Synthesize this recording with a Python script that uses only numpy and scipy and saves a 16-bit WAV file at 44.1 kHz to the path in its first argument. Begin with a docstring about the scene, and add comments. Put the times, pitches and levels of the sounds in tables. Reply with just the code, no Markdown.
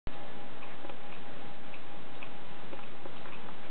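"""A quiet room's dull air noise, under the steady gritty hiss of a hand-held camera's coarse, narrow-band converter.
Gong rods ring on faintly from the hour as beating sine pairs. A thin, quick tick, probably a second clock, sounds
about once a second. Then a pendulum wall clock ticks softly, a little out of beat: rattling noise in the resonances
of movement and case. Fingers rub the camera as shaped noise, and knock on it as contact noise and shell modes."""
import sys
import numpy as np
from scipy import signal
from scipy.fft import rfft, irfft
from scipy.io import wavfile

SR = 44100
rng = np.random.default_rng(int(sys.argv[2]) if len(sys.argv) > 2 else 0)


def transcribe(signal):
    """Save signal, clipped to [-1, 1], as a 16-bit WAV file at the path in sys.argv[1]."""
    frames = np.atleast_2d(signal).T
    limited = np.clip(frames, -1, 1)
    pcm = np.round(limited * 32767).astype(np.int16)
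    wavfile.write(sys.argv[1], SR, pcm)


N = 163170
TIME_S = np.arange(N) / SR
FREQ_HZ = np.fft.rfftfreq(N, 1 / SR)


def amp(db):
    """Decibels to gain."""
    return 10 ** (np.asarray(db) / 20)


def unit(x):
    """Scales to rms 1."""
    return x / np.sqrt(np.mean(x ** 2) + 1e-20)


def read_curve(points, hz):
    """Interpolates (freq_hz, value) points on a log-frequency axis."""
    freq_hz, value = np.transpose(points)
    return np.interp(np.log(hz + 1), np.log(freq_hz + 1), value)


def noise(gain):
    """Gaussian noise of rms 1, shaped by a gain at each frequency."""
    white = rfft(rng.standard_normal(N))
    return unit(irfft(white * gain, N))


# air noise spectrum: freq_hz, relative_level_db
ROOM_SPECTRUM = [(25, -23.5), (60, -14), (100, -5), (170, 1), (250, 0), (450, -3.5), (620, -4.5), (780, -6),
                 (1050, -7.5), (1600, -11.5), (2500, -16.5), (3800, -22)]


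def room():
    """Steady dull air noise whose level swells very slightly, below about 4 Hz."""
    level_db, swell_rms_db = -49.5, 0.92
    swell = noise((FREQ_HZ > 0) / (1 + (FREQ_HZ / 4) ** 4))
    air = noise(amp(read_curve(ROOM_SPECTRUM, FREQ_HZ)))
    return amp(level_db + swell_rms_db * swell) * air


# gong rod partials, each a close pair: freq_hz, beat_hz, first_swell_s, level_db, twin_rel_db, fade_db_per_s
GONG_PARTIALS = [(485.7, 1, 0, -64, -18, 2.5), (576.7, 4.6, .245, -59.5, 2, 4.2),
                 (643.7, 3.3, .18, -62.5, 1, 4), (812, 4.66, .205, -56.2, 1, 1.8),
                 (975.6, 1, 0, -67, -15, 3.5), (1716.6, 9.5, .1, -64, -5, 4.5)]


def gong():
    """The rods' last ring: pairs of close partials beat as they fade."""
    out = np.zeros(N)
    for freq_hz, beat_hz, swell_s, level_db, twin_rel_db, fade_db_per_s in GONG_PARTIALS:
        cycles = freq_hz * TIME_S
        twin_cycles = cycles + beat_hz * (TIME_S - swell_s)  # in phase at swell_s
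        pair = np.sin(2 * np.pi * cycles) + amp(twin_rel_db) * np.sin(2 * np.pi * twin_cycles)
        out += amp(level_db - fade_db_per_s * TIME_S) * pair
    return out


def ringing(modes):
    """Dense rattle: noise of rms 1 in a set of resonances; width_hz is the -6 dB width."""
    gain = 0
    for freq_hz, width_hz, rel_db in modes:
        gain = gain + amp(rel_db) / (1 + ((FREQ_HZ - freq_hz) / (width_hz / 2)) ** 2)
    return noise(gain)


def decay(start_s, t60_s, rise_s):
    """Linear rise, times an exponential fall of 60 dB in t60_s."""
    age_s = np.maximum(TIME_S - start_s, 0)
    return np.minimum(age_s / rise_s, 1) * np.exp(-np.log(1000) * age_s / t60_s)


# impacts in a beat, as the pallet releases and the tooth lands: delay_s, level_db
BEAT_IMPACTS = [(0, -4), (.008, 1.5), (.02, -3.5)]


def beat(start_s):
    """Envelope of one escapement beat: quick impacts and a longer tail, summed in power."""
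    impact_t60_s, tail_t60_s, tail_db = .04, .32, -10
    power = (amp(tail_db) * decay(start_s, tail_t60_s, .012)) ** 2
    for delay_s, level_db in BEAT_IMPACTS:
        power += (amp(level_db) * decay(start_s + delay_s, impact_t60_s, .001)) ** 2
    return np.sqrt(power)


# thin ticks: start_s, level_db
THIN_TICK_TIMES = [(0.125, -51), (1.139, -51), (2.145, -51), (3.16, -47)]
# thin tick resonances: freq_hz, width_hz, rel_db
THIN_RESONANCES = [(2557, 370, -11), (3010, 430, -9), (3751, 81, 1.5)]


def thin_ticks():
    """A small, high tick about once a second: rattle in high resonances, gated by beat envelopes."""
    envelope = sum(amp(level_db) * beat(start_s) for start_s, level_db in THIN_TICK_TIMES)
    return ringing(THIN_RESONANCES) * envelope


# escapement beats: start_s, level_db, case_rel_db (the case's hollow note)
CLOCK_BEATS = [(.621, -45, -6), (1.117, -47, 0.5), (1.732, -43.5, -9.5), (2.219, -42.5, -4),
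               (2.829, -47.5, -10), (3.323, -41, -6.5)]
# brass movement resonances: freq_hz, width_hz, rel_db
MOVEMENT_RESONANCES = [(2294, 220, -5.5), (2525, 190, 2.5), (2757, 250, -9), (3330, 220, -10)]


def wall_clock():
    """Each beat rings brass movement and wooden case; every other beat sounds the case more strongly."""
    case_hz, case_width_hz, case_gain_db = 1083, 190, 1
    brass = ringing(MOVEMENT_RESONANCES)
    wood = amp(case_gain_db) * ringing([(case_hz, case_width_hz, 0)])
    out = np.zeros(N)
    for start_s, level_db, case_rel_db in CLOCK_BEATS:
        out += amp(level_db) * beat(start_s) * (brass + amp(case_rel_db) * wood)
    return out


# fingers rubbing on the shell: start_s, length_s, level_db
RUB_STROKES = [(0.678, 0.075, -48.5), (2.447, .09, -61), (3.251, 0.057, -52.5), (3.613, 0.072, -50.5)]
# rub spectrum: freq_hz, relative_level_db
RUB_SPECTRUM = [(200, -13.5), (500, 1.5), (1100, -2), (1700, -0.5), (2300, 1.5), (3000, -8.5), (4000, -15)]


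def rubs():
    """Brief soft scrapes of skin on the shell: shaped noise under half-sine strokes."""
    stroke = np.zeros(N)
    for start_s, length_s, level_db in RUB_STROKES:
        phase = np.clip((TIME_S - start_s) / length_s, 0, 1)
        stroke += amp(level_db) * np.sin(np.pi * phase)
    return stroke * noise(amp(read_curve(RUB_SPECTRUM, FREQ_HZ)))


# finger knocks on the camera: start_s, bass_db, middle_db, treble_db
FINGER_KNOCKS = [(.8478, -35.5, -41, -58), (.8928, -39, -42, -56), (.8950, -42, -37.5, -35.5),
                 (.8966, -45, -41, -33.5), (2.5235, -44, -50, -58), (2.7298, -31, -40, -40.5),
                 (2.7372, -38.5, -52, -52), (2.7908, -49, -32.5, -46), (3.0555, -31, -42, -55),
                 (3.2568, -43, -34, -45), (3.2845, -43, -42, -55), (3.4875, -48, -32.5, -53)]
# where the three knock levels apply: freq_hz
KNOCK_POINTS_HZ = [480, 1200, 2600]
# camera shell modes, before detuning: freq_hz, rel_db, t60_s
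SHELL_MODES = [(360, -3, .06), (548, -3, .06), (835, -2, .04), (1010, -3, .04), (1190, -6, .03),
               (1330, -6, .03), (1530, -8, .028), (2130, -9, .02), (2500, -8, .022), (2720, -7, .02),
               (3180, -9, .02)]


def knocks():
    """Contact noise and shell modes, weighted by where and how hard the finger lands."""
    contact_db, contact_t60_s, rise_s = -2.5, 0.013, 0.00052
    detune = 1 + 0.0089 * rng.standard_normal((len(FINGER_KNOCKS), len(SHELL_MODES)))
    age_s = TIME_S[:4096]
    grit = rng.standard_normal((len(FINGER_KNOCKS), len(age_s)))
    bins_hz = np.fft.rfftfreq(len(age_s), 1 / SR)
    lowpass = 1 / (1 + (bins_hz / 3200) ** 12)
    passband = lowpass * bins_hz ** 2 / (bins_hz ** 2 + 300 ** 2)
    contact_fall = np.exp(-np.log(1000) * age_s / contact_t60_s)
    out = np.zeros(N)
    for (start_s, *band_db), shifts, burst in zip(FINGER_KNOCKS, detune, grit):
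        spectrum = list(zip(KNOCK_POINTS_HZ, band_db))
        ring = np.zeros(len(age_s))
        for (freq_hz, rel_db, t60_s), shift in zip(SHELL_MODES, shifts):
            mode = np.sin(2 * np.pi * freq_hz * shift * age_s)
            fall = np.exp(-np.log(1000) * age_s / t60_s)
            ring += amp(rel_db + read_curve(spectrum, freq_hz)) * fall * mode
        contact = irfft(rfft(burst) * passband * amp(read_curve(spectrum, bins_hz)))
        contact = contact / np.sqrt(np.mean(passband ** 2)) * amp(contact_db) * contact_fall
        knock = (ring + contact) * np.minimum(age_s / rise_s, 1)
        part = out[round(start_s * SR):][:len(age_s)]
        part += knock[:len(part)]
    return out


def scene():
    """Room, clocks and handling at one microphone."""
    return (room() + gong() + thin_ticks() + wall_clock() + rubs() + knocks())[None]


def record(dry):
    """A slow converter, resting off zero, starts up and rounds to coarse steps; smoothing and band limit follow."""
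    converter_hz, step_db, offset = 8000, -44.5, -.0583
    smooth_hz, edge_hz, start_s = 3935, 4600, .072
    slow = signal.resample(dry[0], round(N * converter_hz / SR))
    step = amp(step_db)
    steps = (np.floor(slow / step) + .5) * step + offset
    # back to SR: the slow spectrum repeats as images, which the smoothing suppresses
    image_bins = np.arange(len(FREQ_HZ)) % len(steps)
    images = np.fft.fft(steps)[image_bins] * N / len(steps)
    smoothing = 1 / (1 + np.minimum(FREQ_HZ / smooth_hz, 2) ** 24)
    smooth = irfft(images * smoothing, N) * (TIME_S > start_s)  # silent before start-up
    band_limit = signal.firwin(255, edge_hz, window=("kaiser", 7), fs=SR)
    return signal.oaconvolve(smooth, band_limit, "same")[None]


dry = scene()
out = record(dry)
transcribe(out)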